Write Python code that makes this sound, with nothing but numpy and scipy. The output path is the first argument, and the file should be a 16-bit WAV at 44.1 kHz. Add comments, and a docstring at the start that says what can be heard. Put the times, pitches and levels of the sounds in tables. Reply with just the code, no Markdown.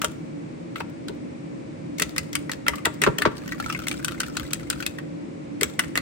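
"""Beating eggs with chopsticks

Wooden chopsticks beat raw eggs in a bowl close to the microphones, at up to about six strokes a second.
Impacts of the sticks on the bowl and on each other excite damped modes, heard as clacks. Pockets of air
opening in the egg resonate as pops, squelches and gulps. An appliance hums in the background,
and reflections in the small kitchen add a short tail."""
import sys
import numpy as np
from scipy import signal
from scipy.fft import rfft, irfft
from scipy.io import wavfile

SR = 44100
rng = np.random.default_rng(int(sys.argv[2]) if len(sys.argv) > 2 else 0)


def waveform_to_disk(signal):
    """Save audio, clipped to [-1, 1], as 16-bit WAV at the path in sys.argv[1]."""
    frames = np.transpose(np.atleast_2d(signal))
    scaled = np.clip(frames, -1, 1) * 32767
    samples = np.round(scaled).astype(np.int16)
    wavfile.write(sys.argv[1], SR, samples)


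N = 265305

# spectrum of the appliance's fan rush: (frequency [Hz], level [dB])
FAN_SPECTRUM = [(20, -22), (75, -15.5), (125, -4.5), (160, 2), (198, -4), (330, -1), (375, -10),
                (590, -9.5), (700, -17), (1500, -27.5), (2300, -26), (3100, -36), (9300, -44.5),
                (11000, -70)]
# likeness of the rush at left and right: (frequency [Hz], correlation [-1 to 1])
FAN_CORRELATION = [(180, 0.85), (250, -0.24), (325, 1), (390, 0.043), (640, -0.73), (2400, 0.067)]
# motor tones: (frequency [Hz], level [dB], phase between the channels [rad])
MOTOR_TONES = [(240, -48, 1.5), (292, -41, 2.1), (537, -56, 1.5)]
# cavities behind the sticks: (time [s], level [dB], first pitch [Hz], last pitch [Hz], length [s])
CAVITIES = [(0.037, -24, 902, 399, 0.019), (0.804, -25, 950, 880, 0.012), (1.094, -25, 377, 370, 0.009),
            (2.01, -27.5, 450, 398, 0.019), (2.684, -26, 860, 450, 0.013), (2.86, -18, 1146, 260, 0.018),
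            (3.021, -28, 472, 360, 0.0305), (3.0626, -16.5, 1430, 950, 0.017),
            (3.068, -12.5, 640, 115, 0.026), (3.191, -30, 472, 337, 0.03), (3.252, -9.5, 1280, 125, 0.022),
            (5.62, -22.5, 414, 375, 0.0093)]
# deep resonances of the bowl, which a gulp leaves ringing: (frequency [Hz], gain [dB])
DEEP_MODES = [(137, 4), (342, -1.5), (420, 3), (610, 2.5), (940, 6.5), (1160, 2), (1365, 3)]
# the leading stick hits the bowl; its partner lands in the egg just before or after it:
# (time [s], strength [dB], hardness as tick over knock [dB], pitch of the contact point [Hz],
# partner's time [s], partner's relative strength [dB], partner's hardness [dB])
STICK_STROKES = [(0.046, -24, -0.5, 1390, 0.0178, -1.5, -5), (0.8046, -32, -21, 1410, 0.7593, 2, -22),
                 (1.084, -40, -4, 1500, 1.094, -13, -24), (2.0216, -22.5, 0, 1966, 1.9984, -2.5, -1.5),
                 (2.182, -24, -1.5, 2040, 2.1639, -19, 1), (2.354, -25, 0, 2185, 2.3316, -12.5, -2.5),
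                 (2.5176, -33.5, -0.5, 1800, 2.534, -6, -6), (2.6826, -16.5, -8, 2040, 2.6667, -16, -22.5),
                 (2.856, -20.5, -4, 1940, 2.8527, -3.5, -11), (3.0184, -21, -5.5, 1980, 3.038, 4.5, -9.5),
                 (3.1853, -24.5, -3.5, 1860, 3.2212, 5.5, -13), (3.8839, -32.5, 4.5, 2500, 3.9142, 5, -9.5),
                 (4.047, -29.5, 4.5, 1490, 4.0828, 1, -6.5), (4.204, -26.5, 0.5, 1500, 4.2334, -3.5, -14),
                 (4.3699, -27, -3.5, 1440, 4.3976, -8.5, -6), (4.5334, -30, 6, 2450, 4.508, -15, -2),
                 (4.7018, -28, 4, 1520, 4.7288, -5, -12), (4.865, -28, 0.5, 2590, 4.8262, -5, -10),
                 (5.633, -22.5, 2, 2210, 5.612, -2.5, -3.5), (5.7938, -18, -4, 1980, 5.838, -18, -27),
                 (5.9755, -20, -9, 2003, 5.9559, -3.5, -11.5)]
# modes of the bowl, damped by the egg: (frequency [Hz], level [dB], t60 [s])
BOWL_MODES = [(1389, 15.5, 0.026), (1500, 7, 0.035), (2055, 15.5, 0.024), (2580, 12, 0.019)]
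# spectra of a knock, snapping wood, ticking glaze and a wet smack: (frequency [Hz], level [dB])
KNOCK_SPECTRUM = [(300, -5.5), (850, -10), (1250, 1.5), (2600, -4), (4500, -28)]
WOOD_SPECTRUM = [(1800, -30.5), (2700, 5.5), (3900, 2), (5300, -1), (6500, -6.5), (10000, -63.5)]
GLAZE_SPECTRUM = [(3000, -47.5), (5700, 2), (7400, 4.5), (9500, 6.5), (11300, -13.5), (13000, -1),
                  (15500, -5)]
SMACK_SPECTRUM = [(700, -4.5), (1400, -20), (3000, -5), (9000, -8.5), (11300, -18), (14000, -12)]
# the largest air pockets bursting: (time [s], ring level [dB], smack level [dB], pitch [Hz])
LARGE_POPS = [(1.984, -40, -36, 2200), (2.164, -30, -43, 1884), (2.496, -27, -43, 1920),
              (2.6669, -22.5, -47, 1380), (2.736, -28.5, -59, 1200), (2.783, -36.5, -49, 1180),
              (3.478, -37, -40.5, 1900), (3.5217, -28, -40, 1940), (3.6006, -26, -37.5, 1370),
              (3.662, -27, -39, 1350), (3.7, -25, -38, 1270), (3.7258, -33.5, -34, 2900),
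              (3.749, -28, -48, 2150), (3.791, -34, -39, 1390), (3.87, -28, -34.5, 2120),
              (4.121, -36, -40.5, 1350), (4.8036, -31.5, -39.5, 1494), (4.986, -32.5, -44.5, 1864)]
# responses of the kitchen's diffuse echoes and of the left microphone: (frequency [Hz], gain [dB])
ROOM_RESPONSE = [(100, 2), (1350, -1), (14000, -7.5)]
LEFT_MIC_RESPONSE = [(1500, 0), (1900, 0.5), (4300, 3.5), (7050, 2.5), (7500, 6), (8600, 2.5), (9500, -0.5)]

HIT_T = np.arange(4096) / SR  # time axis of one short sound
LEAD_S = .004  # grazing before a stick or bubble gives its main blow


def gain_of(db):
    """Amplitude ratio: a factor of ten for every 20 dB."""
    return 10 ** (np.asarray(db) / 20)


def unit_rms(x):
    """Power normalisation: scales to rms 1."""
    return x / np.sqrt(np.mean(x ** 2) + 1e-20)


def at_level(x, db):
    """Energy normalisation: gives a short sound the energy of 10 ms at this level."""
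    energy = np.mean(np.sum(x ** 2, -1))
    return x * gain_of(db) * np.sqrt(SR / 100 / (energy + 1e-20))


def curve_at(points, hz):
    """Interpolation on a log-frequency axis."""
    f, value = np.transpose(points)
    return np.interp(np.log(hz + 1), np.log(f + 1), value)


def add(mix, s, sound):
    """Superposition: mixes a sound into both channels at time s."""
    part = mix[:, max(round(s * SR), 0):][:, :sound.shape[-1]]
    part += sound[..., :part.shape[-1]]


def convolve(x, taps):
    """Convolution with an impulse response, keeping the length."""
    return signal.fftconvolve(x, np.atleast_2d(taps), axes=1)[:, :x.shape[1]]


def coloured(x, spectrum):
    """Minimum-phase filtering: the Hilbert transform of the log gain sets the phase."""
    hz = abs(np.fft.fftfreq(len(HIT_T) // 2, 1 / SR))
    log_gain = np.log(gain_of(curve_at(spectrum, hz)))
    response = np.exp(np.conj(signal.hilbert(log_gain)))
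    return convolve(x, np.fft.ifft(response).real)


def drift(t, max_hz):
    """Beating of twelve random sines: a wander of rms 1."""
    return unit_rms(sum(np.sin(2 * np.pi * (f * t + rng.random())) for f in max_hz * rng.random(12)))


def appliance(rush_db=-36.5, waver_hz=1.1, flutter=0.42):
    """Broadband and tonal noise: a fan's rush, and motor tones modulated in pitch and amplitude."""
    hz, t = np.fft.rfftfreq(2 * N, 1 / SR), np.arange(N) / SR
    left, other = rfft(rng.standard_normal((2, 2 * N)))
    correlation = curve_at(FAN_CORRELATION, hz)
    right = correlation * left + np.sqrt(1 - correlation ** 2) * other
    rush = irfft(np.array([left, right]) * gain_of(curve_at(FAN_SPECTRUM, hz)))[:, :N]
    out = gain_of(rush_db) * unit_rms(rush)
    for tone_hz, db, phase in MOTOR_TONES:
        cycles = np.cumsum(tone_hz + waver_hz * drift(t, max_hz=8.6)) / SR
        amplitude = np.sqrt(2) * gain_of(db) * (1 + flutter * drift(t, max_hz=6))
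        out += amplitude * np.sin(2 * np.pi * cycles + np.array([[0], [phase]]))
    return out


def gulps(roughness=0.58, spread_rad=0.42, wobble=0.2, ragged_db=3.3, t60=.1, notch_hz=750):
    """Cavity resonance: the note falls as the cavity grows, ragged walls break it up, the bowl rings."""
    out = np.zeros((2, N))
    for s, db, first_hz, last_hz, length in CAVITIES:
        age = HIT_T / length
        glide_hz = first_hz * (last_hz / first_hz) ** np.minimum(age, 1)
        hz = glide_hz * np.exp(wobble * drift(HIT_T, max_hz=319))
        swell = (1 - np.exp(-HIT_T / 0.00026)) * np.exp(-1.4 * age ** 2)
        swell *= gain_of(ragged_db * (drift(HIT_T, max_hz=350) - 1))
        note = np.sin(2 * np.pi * np.cumsum(hz) / SR + spread_rad * rng.standard_normal((2, 1)))
        band = [(first_hz / 4, -12), (first_hz / 2, -4), (first_hz * 1.03, 0),
                (first_hz * 3, -16), (first_hz * 9, -42)]
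        slosh = coloured(rng.standard_normal((2, len(age))), band)
        add(out, s, gain_of(db) * swell * (note + roughness * unit_rms(slosh)))
    # the bowl hardly radiates between its deep and middle modes
    out = signal.lfilter(*signal.iirnotch(notch_hz, 4.5, SR), out)
    width_hz = np.log(1000) / np.pi / t60
    return out + sum(gain_of(db) * signal.lfilter(*signal.iirpeak(f, f / width_hz, SR), out)
                     for f, db in DEEP_MODES)


def contact(decay_s, impulse_db, rebound=0, correlation=0.24, rise_s=0.001, left_lag_s=.00007):
    """Impact excitation: grazing, chattering noise with one sharp impulse and an optional bounce."""
    t = HIT_T - LEAD_S
    bounce_s = .0028 * rng.triangular(.5, 1, 2)
    ages = np.array([t, t - bounce_s])
    blow, bounce = np.exp(np.minimum(ages / rise_s, -ages / decay_s))
    force = np.hypot(blow, rebound * bounce) * gain_of(6 * drift(t, max_hz=692))
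    a, b = rng.standard_normal((2, len(t))) * force
    chatter = np.array([a, correlation * a + np.sqrt(1 - correlation ** 2) * b])
    impulse = signal.unit_impulse(len(t), round(LEAD_S * SR))
    left, right = at_level(chatter, 0) + at_level(impulse, impulse_db)
    return np.array([np.roll(left, round(left_lag_s * SR)), right])


def ring(hz, t60, spread_rad=0.46, rise_s=0.001305, left_lead_s=.00011):
    """Damped oscillation: one mode decays exponentially, on average a little ahead on the left."""
    t = np.maximum(HIT_T - LEAD_S + rise_s, 0)
    phase = spread_rad * rng.standard_normal((2, 1)) + np.pi * hz * left_lead_s * np.array([[1], [-1]])
    envelope = np.exp(-np.log(1000) * t / t60) * (1 - np.exp(-t / rise_s))
    return envelope * np.sin(2 * np.pi * hz * t + phase)


def uneven(spectrum, depth_db=3.5):
    """Selective excitation: where a blow lands favours some resonances over others, here at random."""
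    hz = np.geomspace(spectrum[0][0], spectrum[-1][0], num=16)
    return np.column_stack([hz, curve_at(spectrum, hz) + depth_db * rng.standard_normal(len(hz))])


def clack(knock_db, hardness_db, hz, cushion_db=0, rebound=0.62, dull_above_hz=3100):
    """Modal response to impact: the bowl rings, the wood snaps and the hard glaze ticks."""
    tick_db = knock_db + hardness_db
    snap_db = -12 + .33 * knock_db + .31 * tick_db + cushion_db  # louder on strong and on hard blows
    modes = sum(gain_of(db) * ring(f, t60) for f, db, t60 in BOWL_MODES)
    knock = coloured(contact(decay_s=0.0025, impulse_db=-16.5, rebound=rebound), KNOCK_SPECTRUM)
    contact_note = ring(hz, t60=0.019)
    bowl = at_level(modes, -5) + at_level(knock, -0.6) + at_level(contact_note, 0.9)
    db_per_octave = 0.51 * min(hardness_db, 0)  # egg dulls the snap of a soft blow
    wood = [(f, db + db_per_octave * max(np.log2(f / dull_above_hz), 0))
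            for f, db in uneven(WOOD_SPECTRUM)]
    snap = coloured(contact(decay_s=0.0018, impulse_db=-12.5, rebound=rebound, left_lag_s=0), wood)
    tap = contact(decay_s=0.0018, impulse_db=-6, correlation=0.71)
    tick = coloured(tap, uneven(GLAZE_SPECTRUM, depth_db=1.5))
    return at_level(bowl, knock_db) + at_level(snap, snap_db) + at_level(tick, tick_db)


def chopsticks(partner_pitch_ratio=0.94):
    """Damping and loading: both sticks land, and egg cushions the partner's snap and lowers its pitch."""
    out = np.zeros((2, N))
    for s, db, hardness_db, hz, partner_s, partner_db, partner_hardness_db in STICK_STROKES:
        add(out, s - LEAD_S, clack(db, hardness_db, hz))
        partner = clack(db + partner_db, partner_hardness_db, hz * partner_pitch_ratio, cushion_db=-2.5)
        add(out, partner_s - LEAD_S, partner)
    return out


def whisking(t, start_s=3.245, end_s=4.815, rise_s=0.36, release_s=0.11, stroke_hz=6.54):
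    """Amplitude modulation: fast whisking builds, slowly tires and stops, swelling with every sweep."""
    age = t - start_s
    spell = np.clip(age / rise_s, 0, 1) * np.exp(-np.maximum(t - end_s, 0) / release_s)
    effort_db = -42.5 - 4.5 * age
    swing_db = 3 * np.cos(2 * np.pi * stroke_hz * (t - 4.41))  # one sweep peaks at 4.41 s
    return spell * gain_of(effort_db + swing_db)


def churn(t, drag_db=-15.5, splash_db=-30, settle_s=0.081):
    """Forcing and relaxation: the egg's agitation follows the strongest of whisking, drag and splash."""
    work = whisking(t)
    for s, db, _, _, partner_s, partner_db, _ in STICK_STROKES:
        between_landings = (t > min(s, partner_s)) * (t < max(s, partner_s))
        drag = gain_of(db + min(partner_db, 0) + drag_db) * between_landings
        splash = gain_of(db + splash_db) * (t > s) * np.exp(-abs(t - s) / settle_s)
        work = np.maximum(work, np.maximum(drag, splash))
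    return work


def squelch(snaps_per_s=650, gain_db=-4, bands=20):
    """Shot noise: tiny bubbles and strands of egg snap in clumps, each at one of many pitches."""
    t = np.arange(N) / SR
    clumps = gain_of(6.5 * drift(t, max_hz=30))
    onsets = rng.random(N) < snaps_per_s / SR
    sizes = gain_of(3.5 * np.minimum(rng.exponential(1, N), 3))
    snaps = onsets * sizes * clumps
    band = rng.integers(0, bands, N)
    out = np.zeros((2, N))
    for k, hz in enumerate(np.geomspace(1200, 15000, bands)):
        grain = contact(decay_s=.0016, impulse_db=-6) + at_level(ring(hz, t60=28 / hz), 1)
        out += convolve(np.tile(snaps * (band == k), (2, 1)), grain)
    return gain_of(gain_db) * churn(t) * unit_rms(coloured(out, SMACK_SPECTRUM))


def pop(ring_db, smack_db, hz):
    """Air-pocket resonance: a film of egg bursts with a smack and the pocket under it rings briefly."""
    note = ring(hz, t60=0.027)
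    knock = coloured(contact(decay_s=0.004, impulse_db=-8.5), uneven(KNOCK_SPECTRUM, depth_db=4.5))
    pocket = at_level(note, 0) + at_level(knock, -4)
    smack = coloured(contact(decay_s=0.0046, impulse_db=-29), uneven(SMACK_SPECTRUM))
    return at_level(pocket, ring_db) + at_level(smack, smack_db)


def pops(count=220, ring_db=3.5, smack_db=-2.5, spread_db=3):
    """Superposed bursts: the large pops, and scattered small ones whose amplitude follows the churn."""
    out = np.zeros((2, N))
    for s, *pocket in LARGE_POPS:
        add(out, s - LEAD_S, pop(*pocket))
    times = (np.arange(count) + rng.random(count)) * N / SR / count
    for s, agitation in zip(times, churn(times)):
        size_db, wet_db = spread_db * rng.uniform(-0.95, 1, 2)
        hz = rng.triangular(1086, 1350, 2313)
        add(out, s, agitation * pop(ring_db + size_db, smack_db + wet_db, hz))
    return out


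def spatter(count=2, max_flight_s=.09, drop_db=-27, spread_db=5):
    """Drop impact: each stroke flings a few drops, which land with tiny smacks after their flight."""
    out = np.zeros((2, N))
    for s, db, *_ in STICK_STROKES:
        for flight, size in rng.random((count, 2)):
            drop = coloured(contact(decay_s=.002, impulse_db=-5), uneven(SMACK_SPECTRUM))
            add(out, s + flight * max_flight_s, at_level(drop, db + drop_db + spread_db * (2 * size - 1)))
    return out


def thuds(delay_s=0.0183, swell_s=.009, slump_db=-27.5):
    """Bulk motion: the mass of egg slumps after each stroke's last landing, and rumbles as it swirls."""
    out = np.zeros((2, N))
    swell = HIT_T / swell_s * np.exp(-HIT_T / swell_s)
    for s, db, _, _, partner_s, *_ in STICK_STROKES:
        slump = np.sin(2 * np.pi * rng.uniform(65, 95) * HIT_T) * swell
        add(out, max(s, partner_s) + delay_s, at_level(slump, db / 2 + slump_db))
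    swirl = coloured(rng.standard_normal((1, N)), [(20, -32), (65, -4), (250, -12.5), (900, -56)])
    return out + whisking(np.arange(N) / SR) * unit_rms(swirl)


def echoes(early_db=-7.5, tail_db=-14.5, wall_db=-15, early_decay_s=0.011, wall_s=0.01053, t60=0.46):
    """Impulse response: early echoes off bowl, hand and counter, scatter off a wall, and a short tail."""
    t = np.arange(SR // 2) / SR
    early, wall, tail = rng.standard_normal((3, 2, len(t)))
    early *= np.exp(-t / early_decay_s) * (t > .004)
    wall *= np.exp(-10 * abs(t / wall_s - 1))
    tail *= (t > wall_s) * np.exp(-np.log(1000) * t / t60)
    diffuse = gain_of(early_db) * unit_rms(early) + gain_of(tail_db) * unit_rms(tail)
    return (coloured(diffuse, ROOM_RESPONSE) + gain_of(wall_db) * unit_rms(wall)) / np.sqrt(len(t))


def kitchen(x, sway_hz=1.7, patterns=3):
    """Time-varying reflection: hand and microphones keep moving, so the echo patterns cross-fade."""
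    cycles = sway_hz * np.arange(N) / SR
    shares = [np.maximum(np.cos(2 * np.pi * (cycles - k / patterns)), 0) for k in range(patterns)]
    return x + sum(convolve(x * np.sqrt(share), echoes()) for share in shares)


def scene():
    """Level difference places the bowl a little to the left, in front of the hum."""
    bowl = chopsticks() + pops() + gulps() + thuds() + squelch() + spatter()
    left, right = kitchen(bowl) * gain_of([[.6], [-1.2]])
    mid = (left + right) / 2
    side = coloured((left - right)[None] / 2, [(130, -1.5), (500, 0)])  # slightly narrower in the bass
    return mid + np.vstack([side, -side]) + appliance()


def record(dry, low_cut_hz=52, band_edge_hz=16100):
    """Microphone response: a treble resonance on the left, a cut in the deepest bass, a steep top edge."""
    mics = np.vstack([coloured(dry[:1], LEFT_MIC_RESPONSE), dry[1:]])
    mics = signal.sosfilt(signal.butter(3, low_cut_hz, "highpass", fs=SR, output="sos"), mics)
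    lowpass = signal.firwin(255, band_edge_hz, window=("kaiser", 9), fs=SR)
    return signal.oaconvolve(mics, lowpass[None], "same")


dry = scene()
out = record(dry)
waveform_to_disk(out)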